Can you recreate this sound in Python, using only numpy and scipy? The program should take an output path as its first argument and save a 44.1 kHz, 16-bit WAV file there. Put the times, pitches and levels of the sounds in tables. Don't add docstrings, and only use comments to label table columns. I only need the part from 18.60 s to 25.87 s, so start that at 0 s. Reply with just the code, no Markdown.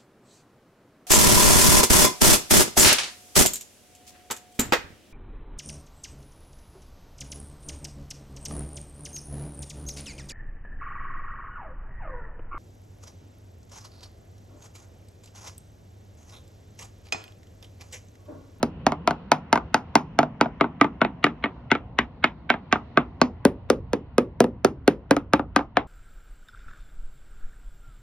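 import sys
import numpy as np
from scipy import signal
from scipy.fft import rfft, irfft
from scipy.io import wavfile
from scipy.ndimage import uniform_filter1d

SR = 44100
rng = np.random.default_rng(int(sys.argv[2]) if len(sys.argv) > 2 else 0)


def nominal_scale(level):
    x = np.asarray(level, float) / 20
    return 10 ** x


def wrap_up_sound(samples):
    columns = np.atleast_2d(samples).T
    tamed = np.clip(columns, -1, 1)
    steps = np.round(tamed * 32767).astype(np.int16)
    wavfile.write(sys.argv[1], SR, steps)


N = 320607

# time in seconds, spot (0 to 4, held at the end spots beyond), give of
# the skin as boom in dB, stiffness of the skin as clack in dB.
HAMMER_PATH = [(0, -0.5, 9, -6.5), (0.271, -3.8, -2.5, -9.5), (.6, -3, -8.5, -10), (1.1, 2, -6, -7.5),
               (1.6, -1.5, -3.5, -10), (1.82, -0.27, -1.5, -7), (2.501, 2, 1.5, -4), (2.64, 1.44, 3, 3.5),
               (2.85, 1.47, 1.5, 1.35), (3.1, 1.46, 2, 3.5), (3.7, 1.5, -5, 2.5), (4.15, 1.64, -3, -1.5),
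               (4.6, 2, 2, -8.5), (4.799, 3.5, 12, -3.5), (6.1, 2.5, 9, -6.5), (6.28, 3.5, 12.5, -0.2),
               (6.5, 7, 7.5, -4), (7.2, 3.5, -6.5, -5.5)]
# start in seconds, strength in dB, contact hardness in dB, steel tick in dB.
BLOWS_ROUND_VENT = [(0.0295, -25, -7.5, -5.5), (0.2665, -15, -16, -12), (0.4758, -15.5, -16.5, -12),
                    (0.7179, -12, -15, -9), (.9286, -13.5, -15, -11.5), (1.144, -14.5, -13, -11),
                    (1.3549, -11.5, -13, -11), (1.5896, -12.5, -19, -12), (1.8118, -14.5, -17.5, -14.5),
                    (2.0105, -16.5, -29, -14.5), (2.213, -13, -24, -10), (2.4164, -17.5, -30.5, -11),
                    (2.6419, -19.5, -14, -13.5), (2.8402, -26, -32, -17)]
# start in seconds, strength in dB, contact hardness in dB, steel tick in dB.
BLOWS_OVER_PANEL = [(3.116, -20, -17, -22), (3.3884, -20.5, -17.5, -15.5), (3.6418, -19, -17, -20.5),
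                    (3.9022, -17.5, -22.5, -16), (4.1265, -17, -15.5, -22), (4.374, -15, -27.5, -13.5),
                    (4.6159, -15, -10, -20), (4.852, -21, -12, 3), (5.1015, -22, -8.5, -4),
                    (5.333, -27.5, -12, -5.5), (5.582, -21.5, -13.5, -1), (5.8045, -19, -11.5, 0),
                    (6.0475, -19.5, -10, -4.5), (6.2783, -22, -8.5, -4), (6.51, -18, -13, -3),
                    (6.7352, -16, -16.5, -5), (6.9625, -15.5, -15.5, -9), (7.1703, -15, -25, -14.5)]
# start in seconds, level under that blow in dB,
# how much softer the contact is in dB.
BOUNCES = [(0.3211, -10, 7), (0.5089, -8, 3.5), (0.9574, -6.5, 10), (.976, -10.5, 14.5),
           (1.6308, -10.5, 10), (1.8584, -14.5, 25), (2.0427, -9, 20.5), (2.2444, -10.5, 9),
           (2.449, -7.5, 1.5), (2.6663, -9.5, 13), (2.858, -5.5, 17), (3.152, -10, 12), (3.9405, -11.5, 17),
           (4.157, -10, 38), (5.8424, -10.5, 10.5), (6.5665, -9, 4.5), (6.7948, -11.5, 19.5),
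           (6.9914, -11.5, 20), (7.008, -20.5, 26)]
SOFT_SHARE = (-0.025, -0.033, 0.41, 0.89, 1)
RANGE_EDGES_HZ = (115, 600, 1450, 4000, 7000, 17000)
# frequency in Hz, then how strongly spots 0 to 4 drive it, five levels
# in dB.
PANEL_MODES = [(154.7, -1, -2.5, -15, -26.5, -6.5), (241.5, 3.5, 5.5, 4.5, 1.5, -2),
               (289.8, 2, 13, -3, 1, 12), (361.5, -14.5, -5, -6.5, -5, -12),
               (396.7, -3.5, -1, -8, 4.5, 1.5), (480, -11.5, -12, -10, 6.5, -8.5),
               (540.3, -15.5, -17.5, -16, -4, 2), (658, 0, -2, -3, -9, -8), (715, 1.5, -12, 4.5, -2.5, 7),
               (865, -1.5, -1, -2, -6, 6), (947, -8, -8.5, -12, -17, -11),
               (1140, -16.5, -6, -4.5, -20, -8.5), (1207, -11.5, -5, -4, -13, 2),
              (1310, -11.5, -9.5, -11, -18.5, -15), (1530, -11.5, -6, -1.5, -14.5, 1.5),
              (1750, -22.5, -11, -8, -27.5, -11.5), (1923, -14.5, 6, -13.5, -21, -14.5),
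              (2124, -7.5, 2, -16.5, -31.5, -14), (2460, -29, -20.5, -14, -18, -59),
              (2764, -23.5, -35, -22.5, -19.5, -48), (3195, -38, -43.5, -21, -24.5, -39.5),
              (3870, -23.5, -34.5, -27.5, -28, -14)]
# frequency in Hz, time to fall 60 dB in seconds.
RING_TIME = [(140, 0.39), (300, 0.065), (700, .039), (1500, 0.015), (4000, 0.026), (12000, .007)]
# frequency in Hz, level in dB per Hz.
TICK_COLOUR = [(3500, 9), (5000, 5), (6300, -5), (7400, -21), (9500, -14), (13000, -25), (15200, -24),
               (16500, -36)]
# frequency in Hz, unlike share of the two sides in dB.
TAP_WIDTH = [(100, -33.5), (300, -20), (600, -5.5), (1300, -12.5), (3000, -7), (10000, -29)]
# delay in ms, level in dB.
RIB_ECHOES = [
    (1.1, -7),
    (2.3, -4.5),
    (3.899, -11),
    (6.2, -13),
]
# frequency in Hz, time to fall 60 dB in seconds, level in dB.
HOLLOW_TAIL = [(228, 0.27, -7), (910, 0.17, -5), (2400, 0.13, -6), (5300, 0.15, -13.5),
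               (11000, 0.14, -15.5)]
# frequency in Hz, left ahead of right in radians.
PORT_LAG = [(0, 0), (1800, .25), (3300, 1.5), (5300, 1), (7300, 3.1), (10200, 6.2), (13500, 9.4),
            (17000, 12.5)]
# frequency in Hz, gain in dB.
TAP_TOP = [(11500, 0), (13000, -6.5), (15000, -3), (16000, -7), (17000, -20.5)]
# time in seconds, level in dB.
GUSTS = [(0, -44), (.4, -43.5), (.75, -49.5), (1.2, -45), (1.7, -49), (2.41, -46.5), (2.75, -50),
         (3.24, -45), (3.85, -49), (4.49, -45), (5.22, -41), (5.45, -46.5), (6.03, -41), (6.42, -48.5),
         (6.74, -38), (7.07, -46.5), (7.27, -43)]
# frequency in Hz, level in dB per Hz.
AIR_COLOUR = [(15, -39), (25, -13.5), (59, 10), (229, 1), (373, -13), (880, -13.5), (1480, -24.5),
              (2800, -34), (4370, -50), (5880, -60.5), (7310, -73.5), (9570, -66), (16000, -90)]
# frequency in Hz, side minus mid in dB.
AIR_WIDTH = [(60, -16.5), (110, -22.5), (200, -29.5), (600, -4), (1400, -11), (3000, 4), (10000, -4.5)]
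# frequency in Hz, level in dB.
HAZE_COLOUR = [(100, -44.5), (500, -24.5), (1500, -16.5), (3500, -19.5), (6000, -38.5), (16000, -38.5)]

LEAD = 512
BLOW_SAMPLES = 16384
LATE_MS, LATE_MS_PER_DB = 5.55, 0.0941
DAMP_PER_STIFF = 0.067
TRAFFIC_DB, TRAFFIC_FADE_DB_PER_S = -49.5, 1.2
HISS_DB, HISS_FADE_DB_PER_S = -63, 1.53
PASSING_S, PASSING_WIDE_S, PASSING_DB = 4.3, .3, 4.5
HAZE_DB, HAZE_PER_DULL, HAZE_PER_STIFF = 4, .35, 0.97
LEFT_RIGHT = np.array([[1], [-1]])


def on_hz(table, hz, axis=1):
    table = np.array(table, float)
    return np.interp(np.log(hz), np.log(np.maximum(table[:, 0], 1)), table[:, axis])


def fade(t, t60):
    return np.exp(-np.log(1000) * t / t60)


def band(x, hz, octaves):
    f = np.maximum(np.fft.rfftfreq(x.shape[-1], 1 / SR), 1)
    bell = np.exp(-(np.log2(f / hz) / octaves) ** 2)
    y = irfft(rfft(x) * bell, x.shape[-1])
    return y / np.sqrt(np.mean(y ** 2, axis=-1, keepdims=True))


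def hammer():
    t = np.arange(BLOW_SAMPLES) / SR
    out = np.zeros((2, N + BLOW_SAMPLES + LEAD))
    path = np.transpose(HAMMER_PATH)
    for s, parts_db in contacts():
        spot, _, stiff_db = (np.interp(s, path[0], column) for column in path[1:])
        late_ms = LATE_MS + LATE_MS_PER_DB * stiff_db
        hard_db = parts_db[3] - parts_db[2]
        damp = nominal_scale(-DAMP_PER_STIFF * (stiff_db + 6.5))
        parts = blow(t, spot, late_ms, hard_db, damp)
        start = int((s - .0008) * SR)
        out[:, start:start + len(t)] += np.tensordot(nominal_scale(parts_db - 1.96), parts, axes=1)
    f = np.fft.rfftfreq(out.shape[1], 1 / SR)
    lag = np.interp(f, *np.transpose(PORT_LAG))
    ports = np.exp(.5j * np.array([lag, -lag]))
    heard = irfft(rfft(out) * nominal_scale(on_hz(TAP_TOP, f + 1)) * ports, out.shape[1])
    return heard[:, LEAD:LEAD + N]


def contacts():
    path, blows = np.transpose(HAMMER_PATH), []
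    for s, strength_db, hard_db, tick_db in BLOWS_ROUND_VENT + BLOWS_OVER_PANEL:
        give_db, stiff_db = (np.interp(s, path[0], column) for column in path[2:])
        balance_db = np.array([give_db, 0, stiff_db, hard_db, hard_db + tick_db])
        blows.append((s, strength_db + balance_db))
    rows = list(blows)
    for s, under_db, soft_db in BOUNCES:
        before_db = [db for start, db in blows if start < s][-1]
        rows.append((s, before_db + under_db - soft_db * np.array(SOFT_SHARE)))
    return sorted(rows, key=lambda row: row[0])


def blow(t, spot, late_ms, hard_db, damp):
    ring = panel_ring(t, spot, hard_db, damp)
    crack = steel_crack(t)
    f = np.fft.rfftfreq(len(t), 1 / SR) + 1
    travel = bending_waves(f, late_ms)
    parts = []
    for source, lo, hi in zip([ring] * 3 + [crack] * 2, RANGE_EDGES_HZ, RANGE_EDGES_HZ[1:]):
        fit = 1 / np.sqrt((1 + (lo / f) ** 12) * (1 + (f / hi) ** 24))
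        part = irfft(rfft(source) * travel * fit, len(t))
        part /= part[:, LEAD:LEAD + SR // 50].std()
        parts.append(part + hull_tail(t, f, part, np.sqrt(lo * hi), fit))
    return np.array(parts)


def panel_ring(t, spot, hard_db, damp):
    ring = np.zeros((2, len(t)))
    modes = PANEL_MODES
    chance = rng.standard_normal((len(modes), 4))
    for (hz, *spots_db), (tune, size, a, b) in zip(modes, chance):
        ring_s = on_hz(RING_TIME, hz)
        wave = np.exp(2j * np.pi * hz * (1 + 0.017 * tune) * t) * fade(t, damp * ring_s)
        ears = 1 + LEFT_RIGHT * nominal_scale(on_hz(TAP_WIDTH, hz)) * (a + 1j * b) * .7
        gain = nominal_scale(np.interp(spot, range(5), spots_db) + 2.0 * size) / ring_s
        above_knee = np.clip(np.log2(hz / 2500) / 0.074, 0, 1)
        gain *= nominal_scale(1.2 * min(hard_db + 10, 0) * above_knee)
        ring += gain * (ears * wave).real
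    return ring


def steel_crack(t):
    crack = np.zeros((2, len(t)))
    for hz in 4500 * 2 ** np.arange(0, 2, 1 / 3):
        mid, side = band(rng.standard_normal((2, len(t))), hz, 0.18)
        mid[:2] += 9.
        both = mid + LEFT_RIGHT * nominal_scale(on_hz(TAP_WIDTH, hz)) * side
        crack += nominal_scale(on_hz(TICK_COLOUR, hz)) * np.sqrt(hz) * both * fade(t, on_hz(RING_TIME, hz))
    return crack


def bending_waves(f, late_ms):
    steep = .8
    turns = late_ms * .3 * (np.maximum(f, 70) / 300) ** (1 - steep) / (1 - steep)
    travel = np.exp(-2j * np.pi * (turns + f * LEAD / SR))
    short = 1 / (1 + (750 / f) ** 4) / (1 + (f / 4500) ** 2)
    chance = rng.standard_normal((len(RIB_ECHOES), 2))
    for (ms, db), (shift, flip) in zip(RIB_ECHOES, chance):
        delay = np.exp(-2j * np.pi * f * ms * (1 + .2 * shift) / 1000)
        travel = travel * (1 + short * np.sign(flip) * nominal_scale(db) * delay)
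    return travel


def hull_tail(t, f, part, hz, fit):
    spectrum = uniform_filter1d(np.abs(rfft(part[0])), size=int(hz / 8))
    colour = np.abs(spectrum) ** 0.8 * f ** -.6 * fit
    mid, side = irfft(rfft(rng.standard_normal((2, len(t)))) * colour, len(t))
    mid, side = mid / mid.std(), side / side.std()
    swell = (1 - np.exp(-t / 0.0032)) * fade(t, on_hz(HOLLOW_TAIL, hz))
    both = mid + LEFT_RIGHT * nominal_scale(on_hz(TAP_WIDTH, hz) + 2) * side
    return nominal_scale(on_hz(HOLLOW_TAIL, hz, axis=2)) * np.roll(swell, LEAD) * both


def outdoors():
    t = np.arange(N) / SR
    wind_db = np.interp(t, *np.transpose(GUSTS))
    traffic_db = TRAFFIC_DB - TRAFFIC_FADE_DB_PER_S * t
    passing_db = PASSING_DB * np.exp(-((t - PASSING_S) / PASSING_WIDE_S) ** 2)
    hiss_db = HISS_DB - HISS_FADE_DB_PER_S * t + passing_db
    layers = np.zeros((3, 2, N))
    for hz in 30 * 2 ** np.arange(0, 9.1, .5):
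        mid, side = band(rng.standard_normal((2, N)), hz, .3)
        flicker_db = (2.5 if hz < 300 else 1.8) * walk(11) + 1.5 * walk(1.5)
        both = mid + nominal_scale(on_hz(AIR_WIDTH, hz)) * side * LEFT_RIGHT
        layer = np.searchsorted((130, 1700), hz)
        layers[layer] += nominal_scale(on_hz(AIR_COLOUR, hz) + flicker_db) * np.sqrt(hz) * both
    levels_db = (wind_db + 1.5, traffic_db + 7., hiss_db + 2.5)
    return sum(x / x.std() * nominal_scale(db) for x, db in zip(layers, levels_db))


def walk(rate):
    k = int(SR / rate)
    held = np.repeat(rng.standard_normal(N // k + 1), k)
    return uniform_filter1d(uniform_filter1d(held, k), k)[:N]


def scene():
    return hammer() + outdoors()


def grainy_haze(loud):
    f, t, frames = signal.stft(loud, SR, nperseg=1024)
    s, _, hard_db, tick_db = np.transpose(BLOWS_ROUND_VENT + BLOWS_OVER_PANEL)
    haze_db = np.interp(t, s, HAZE_DB - HAZE_PER_DULL * (hard_db + tick_db + 25))
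    haze_db += HAZE_PER_STIFF * np.interp(t, *np.transpose(HAMMER_PATH)[[0, 3]])
    spin = np.exp(2j * np.pi * rng.random(frames.shape[1:]))
    level = nominal_scale(on_hz(HAZE_COLOUR, f + 1)[:, None] + haze_db)
    return signal.istft(np.abs(frames) * spin * level, SR)[1][:, :N]


def band_limit(x):
    return signal.sosfilt(signal.butter(12, 17150, fs=SR, output="sos"), x)


def record(dry):
    top = 1.3
    loud = dry / (1 + np.abs(dry / top) ** 4) ** (1 / 4)
    clipped = np.clip(loud + grainy_haze(loud), -top, top)
    cut = signal.ellip(10, .2, 90, 16900, fs=SR, output="sos")
    mix = signal.sosfilt(cut, clipped)
    return band_limit(mix)


dry = scene()
out = record(dry)
wrap_up_sound(out)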